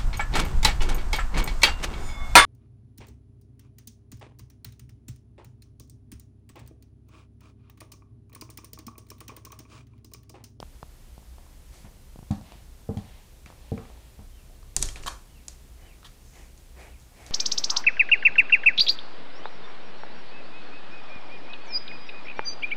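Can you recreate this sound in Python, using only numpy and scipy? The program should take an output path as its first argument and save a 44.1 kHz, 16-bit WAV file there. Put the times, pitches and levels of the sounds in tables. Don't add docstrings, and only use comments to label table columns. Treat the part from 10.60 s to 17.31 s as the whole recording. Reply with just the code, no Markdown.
import sys
import numpy as np
from scipy import signal
from scipy.fft import rfft, irfft
from scipy.io import wavfile

SR = 44100
rng = np.random.default_rng(int(sys.argv[2]) if len(sys.argv) > 2 else 0)


def elevation(decibels):
    levels = np.asarray(decibels, float)
    return 10 ** (levels / 20)


def store_pcm(level_fs):
    pcm = np.round(np.clip(level_fs, -1, 1) * 32767).astype(np.int16)
    wavfile.write(sys.argv[1], SR, np.atleast_2d(pcm).T)


N = 295906


def rms_one(x):
    return x / np.sqrt(np.mean(x ** 2) + 1e-20)


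def at_hz(points, hz):
    table_hz, values = np.array(points)[:, 0], np.array(points)[:, 1]
    return np.interp(np.log(np.maximum(hz, 1)), np.log(table_hz), values)


def band(x, low_hz, high_hz):
    return signal.sosfilt(signal.butter(2, [low_hz, high_hz], "band", fs=SR, output="sos"), x)


def band_shape(hz, low_hz, high_hz):
    return 1 / np.sqrt((1 + (low_hz / hz) ** 4) * (1 + (hz / high_hz) ** 4))


def ring(force, hz, t60):
    r, w = elevation(-60 / (t60 * SR)), 2 * np.pi * hz / SR
    return signal.lfilter([0, np.sin(w)], [1, -2 * r * np.cos(w), r * r], force + 1e-18)


def resonance(x, hz, width_hz):
    r = np.exp(-np.pi * width_hz / SR)
    poles = [1, -2 * r * np.cos(2 * np.pi * hz / SR), r * r]
    return signal.lfilter((1 - r * r) / 2 * np.array([1, 0, -1]), poles, x)


def blow(contact_s, size):
    t = np.arange(size) / SR
    return np.sin(np.pi * np.minimum(t / contact_s, 1)) ** 2


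def add(out, s, sound, peak_db):
    at = max(round(s * SR), 0)
    sound = sound[:N - at]
    out[at:at + len(sound)] += elevation(peak_db) * sound / np.max(np.abs(sound))


def strokes(rows):
    t = np.arange(N) / SR
    rise, fall = 0.22, 0.57
    gain = np.zeros(N)
    for s, length, db in rows:
        shape = np.minimum((t - s) / rise, (s + length - t) / fall) / length
        gain += elevation(db) * np.clip(shape, 0, 1) ** 0.92
    return gain


# f/Hz, density/dB per Hz
HISS_SPECTRUM = [(20, 9), (58, -3), (83, -7), (228, -17), (1330, -30.5), (9400, -33.5), (14700, -37.5),
                 (16000, -30)]
# f/Hz, width/Hz, rms level/dB
HUM_BANDS = [(30.1, 10.6, -53.5), (58.5, 12, -52), (123.3, 9.7, -67)]
# f/Hz, level/dB
MAINS_LINES = [(29.8, -54), (59.6, -69)]
HISS_DB = -61
WHINE_HZ, WHINE_DB = 14992, -80


def room_tone():
    hz = np.fft.rfftfreq(N, 1 / SR)
    colour = elevation(at_hz(HISS_SPECTRUM, hz)) * band_shape(hz + 1, 56, 30000)
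    hiss = irfft(rfft(rng.standard_normal(N)) * colour, N)
    out = hiss * elevation(HISS_DB + 1.5) / np.std(band(hiss, 370, 16400))
    for line_hz, width, db in HUM_BANDS:
        noise = rng.standard_normal(N + SR)
        hum = resonance(resonance(noise, line_hz, width), line_hz, width)
        out += elevation(db) * rms_one(hum[SR:])
    for line_hz, db in MAINS_LINES + [(WHINE_HZ, WHINE_DB)]:
        out += elevation(db) * np.sin(2 * np.pi * line_hz * np.arange(N) / SR)
    return out


# t/s, peak level/dB, ring f/Hz, room level/dB
DULL_KNOCKS = [(0.028, -31.5, 1000, -43), (0.229, -32.5, 1030, -37), (0.579, -45.5, 816, -18),
               (0.627, -57, 890, -23), (0.783, -47, 900, -13), (0.864, -61, 1010, -7),
               (1.139, -51, 1100, -30), (1.559, -43, 587, -24), (1.59, -44, 806, -27),
               (1.629, -49.5, 810, -32), (2.902, -41.5, 880, -16), (2.925, -49, 970, -24),
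               (3.177, -40, 1200, -6.5), (3.253, -50, 886, -24), (3.301, -44.5, 695, -10),
               (3.898, -55, 660, -6.5), (6.521, -58, 800, -7), (6.602, -57, 750, -7)]
# t/s, peak level/dB, ring f/Hz, room level/dB
HARD_RAPS = [
    (0.002, -35, 610, -40),
    (1.812, -47, 800, -17),
    (1.921, -41.5, 836, -14),
    (3.374, -59, 916, -9),
    (4.029, -53.5, 1160, -14),
    (4.171, -37.5, 1090, -19),
    (4.232, -36.5, 590, -22),
    (4.462, -31.5, 1250, -5),
    (5.43, -48.5, 1360, -8),
]
KNOCK_CRACK_DB, RAP_CRACK_DB = -19, -7
FAINT_DB, FAINT_T60_S = -56.5, 0.015
DAMPING = 0.81


def knocks():
    near, send = np.zeros((2, N))
    t = np.arange(2000) / SR
    hits = [(*row, KNOCK_CRACK_DB) for row in DULL_KNOCKS] + [(*row, RAP_CRACK_DB) for row in HARD_RAPS]
    for s, db, hz, room_db, crack_db in hits:
        t60 = FAINT_T60_S * elevation(DAMPING * (FAINT_DB - db))
        push = blow(0.00054, size=2000)
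        body = ring(push, hz, max(t60, .0042)) + 0.5 * push * push.sum() / 20
        crack = band(rng.standard_normal(2000), 2500, 5800) * elevation(-60 * t / 0.0058)
        add(near, s, body, db + 7.5)
        add(near, s, crack, db + crack_db + 11.5)
        add(send, s, body, db + room_db)
    return near, send


# t/s, peak level/dB
MATTRESS_PATS = [
    (0.029, -37),
    (.23, -38),
    (0.579, -38.5),
    (1.559, -37),
    (1.589, -33),
    (1.626, -35),
    (1.92, -47),
    (1.954, -40),
    (2.861, -41.5),
]
PAT_HZ, PAT_T60_S, PAT_CONTACT_S = 155, 0.018, 0.0019


def pats():
    out = np.zeros(N)
    for s, db in MATTRESS_PATS:
        add(out, s, -ring(blow(PAT_CONTACT_S, size=3000), PAT_HZ, PAT_T60_S), db)
    return out


# t/s, length/s, dull level/dB, bright level/dB
FUR_STROKES = [
    (1.104, 0.18, -61, -59),
    (1.234, 0.072, -63, -82),
    (5.165, 0.24, -60.5, -72),
    (5.713, 0.2, -56.5, -65),
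    (6.152, 0.2, -50.5, -61),
    (6.52, 0.42, -53.5, -61),
]
# t/s, length/s, level/dB
BEDDING_RUSTLES = [
    (1.816, 0.25, -57),
    (2.387, 0.35, -59),
    (2.855, 0.9, -61),
]
GLASS_HISS = (5.6, .32, -64)
GLASS_HISS_HZ, GLASS_HISS_WIDTH_HZ = 6200, 2600


def brushing():
    grain_size = elevation(3.0 * np.minimum(rng.exponential(1, (3, N)), 3))
    hair, tips, folds = rng.standard_normal((3, N)) * grain_size
    dull = band(hair, 247, 900) + 0.72 * band(hair, 1580, 2420)
    bright = band(tips, 2550, 9200)
    cloth = band(folds, 1420, 3900) + 2.07 * band(folds, 520, 980)
    hiss = resonance(tips, GLASS_HISS_HZ, GLASS_HISS_WIDTH_HZ)
    hiss = resonance(hiss, GLASS_HISS_HZ, GLASS_HISS_WIDTH_HZ)
    s, length, dull_db, bright_db = np.transpose(FUR_STROKES)
    out = strokes(zip(s, length, dull_db)) * rms_one(dull)
    out += strokes(zip(s, length, bright_db)) * rms_one(bright)
    out += strokes(BEDDING_RUSTLES) * rms_one(cloth)
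    return out + strokes([GLASS_HISS]) * rms_one(hiss)


# t/s, peak level/dB, higher board modes level/dB, edge modes level/dB, rattle level/dB
PAD_THUMPS = [
    (1.24, -41.5, -4, -26, -7.5),
    (1.703, -18, -4, -44, -16.5),
    (2.287, -21.5, -15, -7.5, -21),
    (2.365, -25.5, 4, -32, -19),
    (3.115, -22, -18.5, -11, -30),
    (3.176, -32, 8.5, 14.5, -33),
    (3.586, -40, -7, -6, -11.5),
]
# f/Hz, level/dB, t60/s, family (whole part: 0 lowest, 1 upper, 2 edge, 3 second)
SILL_MODES = [(104.2, -2, 0.098, 1.5), (166, 0, 0.082, 3), (203.2, -3, 0.1, 1), (240, -4.5, 0.16, 2.5),
              (290, -11.5, 0.2, 3), (349, -8, 0.091, 2.5), (443.6, -3, 0.079, 2), (512, -18, 0.032, 3.5),
              (620, -16.5, 0.048, 1.5), (790, -5, 0.1, 1)]


def thumps():
    out, t = np.zeros(N), np.arange(16000) / SR
    pushes = [blow(contact_s, size=len(t)) for contact_s in (0.004, 0.0019, 0.00079, 0.0043)]
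    for s, db, upper_db, edge_db, rattle_db in PAD_THUMPS:
        family_db = [0, upper_db + 11.5, edge_db - 0.5, upper_db + 10]
        sound = np.zeros(len(t))
        for hz, mode_db, t60, family in SILL_MODES:
            k = int(family)
            level_db = mode_db + family_db[k] + rng.normal(0, 1.5)
            sound += elevation(level_db) * ring(pushes[k] / pushes[k].sum(), hz, t60)
        rattle = band(rng.standard_normal(len(t)), 560, 1024)
        rattle *= elevation(-60 * t / 0.19) * np.minimum(t / 0.0013, 1)
        start = s + .0035
        add(out, start, -band(sound, 90, 6000), db + 4.0)
        add(out, start, rattle, db + rattle_db)
    return out


# t/s, peak level/dB, strongest f/Hz, room level/dB
CLAW_TOUCHES = [(1.7111, -36.5, 3800, -3.5), (2.3719, -40, 3270, -3), (2.8598, -38.5, 2650, -5),
                (3.1776, -41.5, 2370, -12), (3.2527, -49.5, 2420, -4), (4.1648, -9, 7800, -11.5),
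                (4.226, -9.5, 7200, -15), (4.2871, -31.5, 3230, -6.5), (4.358, -32, 2660, -5),
                (4.4348, -38, 2850, -7), (4.8821, -25.5, 7000, -9), (5.9768, -48, 6000, 0),
                (6.3994, -50, 6400, 3), (6.664, -37, 5530, -0.5),
                (4.1934, -32, 9100, -17),
    (4.2169, -29.5, 6100, 9),
    (4.241, -38, 7000, -10),
    (4.257, -30, 9600, -6),
    (1.754, -52, 4200, -17),
    (4.288, -28.5, 7000, -8),
    (4.4264, -44, 6100, 10),
]
# f/Hz, level/dB, t60/s
GLASS_MODES = [(4100, -5, .006), (5150, -11, .007), (5950, -8, .005), (6950, 0, .005), (8100, -2, .004),
               (9300, -2, .004), (10900, -4, .003), (13600, -26, .003)]
# delay/s, level/dB
EDGE_RETURNS = [(.0005, -3), (.0009, -2), (.0015, -9), (.0022, -13), (.0029, -15), (.0037, -14),
                (.0048, -19), (.006, -20), (.0075, -22)]
FRAME_HZ, FRAME_RING_S = 2700, .005
FRAME_BODY_DB, BODY_DB_PER_OCTAVE = 6, -13.5


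def claws():
    near, send = np.zeros((2, N))
    hz = np.fft.rfftfreq(4096, 1 / SR) + 1
    dispersion = np.exp(-2j * np.pi * 0.17 * np.sqrt(hz))
    duller = band_shape(hz, 250, 5700)
    soft_tip = band_shape(hz, 50, 13200) ** 2 / np.sqrt(1 + (hz / 13500) ** 12)
    for s, db, top_hz, room_db in CLAW_TOUCHES:
        octaves = np.log2(hz / top_hz)
        slope_db = np.where(octaves < 0, 14 * octaves, -3 * octaves)
        body_db = FRAME_BODY_DB + BODY_DB_PER_OCTAVE * np.log2(top_hz / FRAME_HZ)
        body = elevation(body_db) * band_shape(hz, 170, 1250)
        returns = 1
        for late_s, echo_db in EDGE_RETURNS:
            delay_s = late_s * rng.normal(1, .12)
            returns = returns + elevation(echo_db) * np.exp(-2j * np.pi * hz * delay_s)
        tick = irfft((elevation(slope_db) + body) * soft_tip * dispersion * returns)
        modes = sum(elevation(mode_db + 2.0 * rng.normal()) * ring(tick, mode_hz, mode_t60)
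                    for mode_hz, mode_db, mode_t60 in GLASS_MODES)
        t60 = max(FRAME_RING_S * (FRAME_HZ / top_hz) ** 2, .001)
        frame = FRAME_HZ / top_hz * ring(tick, top_hz, t60)
        add(near, s - .0008, tick + .15 * modes + .35 * frame, db + 2)
        to_room = irfft((elevation(0.86 * slope_db) * duller + body) * dispersion)
        add(send, s, to_room, db + room_db + 1.5)
    return near, send


# t of the fall/s, level/dB, top f/Hz
BIRD_WHISTLES = [
    (3.762, -62, 3150),
    (4.745, -59, 3000),
    (5.27, -59, 3050),
    (5.79, -59, 3050),
    (6.305, -58, 2950),
]
LEAD_S, LEAD_RISE_HZ = .055, 100
FALL_S, FALL_HZ, FADE_S = .062, 800, .035


def bird():
    out, t = np.zeros(N), np.arange(SR // 4) / SR
    corners = np.cumsum([0, LEAD_S, FALL_S, FADE_S])
    for s, db, top_hz in BIRD_WHISTLES:
        pitch_noise, level_noise = rng.standard_normal((2, len(t)))
        waver = 1 + 0.01 * rms_one(band(pitch_noise, 7.8, 80))
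        pitch = top_hz - np.interp(t, corners, [LEAD_RISE_HZ, 0, FALL_HZ, FALL_HZ])
        broken_db = 2.5 * rms_one(band(level_noise, 15, 90))
        swell = elevation(np.interp(t, corners, [-9, 0, -1, -25], right=-80) + broken_db)
        add(out, s - LEAD_S, swell * np.sin(2 * np.pi * np.cumsum(pitch * waver) / SR), db)
    return out


# t/s, push level/dB
PANE_PUSHES = [
    (4.167, -23),
    (4.203, -21.5),
    (4.244, -23),
    (4.344, -37),
    (4.399, -30.5),
    (4.446, -29),
]
# f/Hz, level/dB, t60/s
PANE_MODES = [(22.1, 4.5, 0.29), (50, -5, 0.46), (95.4, -11, 0.49), (135, -7, 0.22), (320, -9, 0.14),
              (396, 0.5, 0.11)]


def pane():
    force = np.zeros(N)
    for s, db in PANE_PUSHES:
        add(force, s, blow(0.0034, size=600), db - 45.0)
    return sum(elevation(db) * ring(force, hz, t60) for hz, db, t60 in PANE_MODES)


# t/s, peak level/dB, f/Hz, t60/s
LATCH_PING = (4.288, -33, 3200, .03)


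def latch():
    out = np.zeros(N)
    s, db, hz, t60 = LATCH_PING
    add(out, s, ring(blow(0.00018, size=3000), hz, t60), db)
    return out


# t/s, length/s, level/dB, bright part level/dB
CLAW_DRAGS = [
    (4.358, 0.026, -59, -25),
    (4.464, 0.0098, -44, 9),
    (4.473, 0.013, -36, -18),
    (4.48, 0.029, -59.5, 14),
    (5.444, 0.038, -58, -24),
]
# f/Hz, width/Hz, level/dB
SCRAPE_MODES = [(1140, 180, 13), (1740, 280, 8), (3280, 650, 12.5), (7000, 2300, -7)]


def drags():
    slip_size = elevation(3.5 * np.minimum(rng.exponential(1, N), 2.5))
    slips = rms_one((rng.random(N) < 7000 / SR) * slip_size * rng.choice([-1, 1], N))
    dull, bright, t = np.zeros(N), np.zeros(N), np.arange(N) / SR
    for s, length, db, bright_db in CLAW_DRAGS:
        touch = elevation(db) * np.clip(np.minimum((t - s) / 0.001, (s + length - t) / (0.38 * length)), 0, 1)
        dull += touch
        bright += elevation(bright_db) * touch
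    *low_modes, (top_hz, top_width, top_db) = SCRAPE_MODES
    top = resonance(resonance(bright * slips, top_hz, top_width), top_hz, top_width)
    out = elevation(top_db + 14.0) * top
    for hz, width, db in low_modes:
        out += elevation(db + 7.5) * resonance(dull * slips, hz, width)
    return out, band(dull * slips, 510, 7700)


# f/Hz, t60/s
ROOM_DECAY = [(150, 0.26), (600, 0.39), (2000, 0.32), (6000, 0.28), (12000, 0.52)]


def room(x):
    t = np.arange(SR // 2) / SR
    onset = np.clip((t - .003) / 0.00043, 0, 1)
    tail = np.zeros(len(t))
    for hz in 100 * 2. ** np.arange(8):
        reflections = band(rng.standard_normal(len(t)) * onset, hz / np.sqrt(2), hz * np.sqrt(2))
        tail += reflections * elevation(-60 * t / at_hz(ROOM_DECAY, hz))
    tail = band(tail, 45, 8500)
    return signal.fftconvolve(x, tail / np.sqrt(np.sum(tail ** 2)))[:N]


def scene():
    knock, knock_send = knocks()
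    claw, claw_send = claws()
    scrape, scrape_send = drags()
    sill, song = thumps(), bird()
    wet = elevation(12) * knock_send + elevation(-9.5) * sill + claw_send + elevation(-6) * song
    wet += elevation(-33) * scrape + elevation(1) * scrape_send
    near = knock + pats() + brushing() + sill + claw + song + pane() + latch() + scrape
    return (near + room(wet) + room_tone())[None]


def band_limit(x):
    return signal.sosfilt(signal.butter(12, 16460, fs=SR, output="sos"), x)


def record(dry):
    top_cut = signal.cheby2(12, 60, 16300, fs=SR, output="sos")
    mix = signal.sosfilt(top_cut, dry)
    return band_limit(mix)


dry = scene()
out = record(dry)
store_pcm(out)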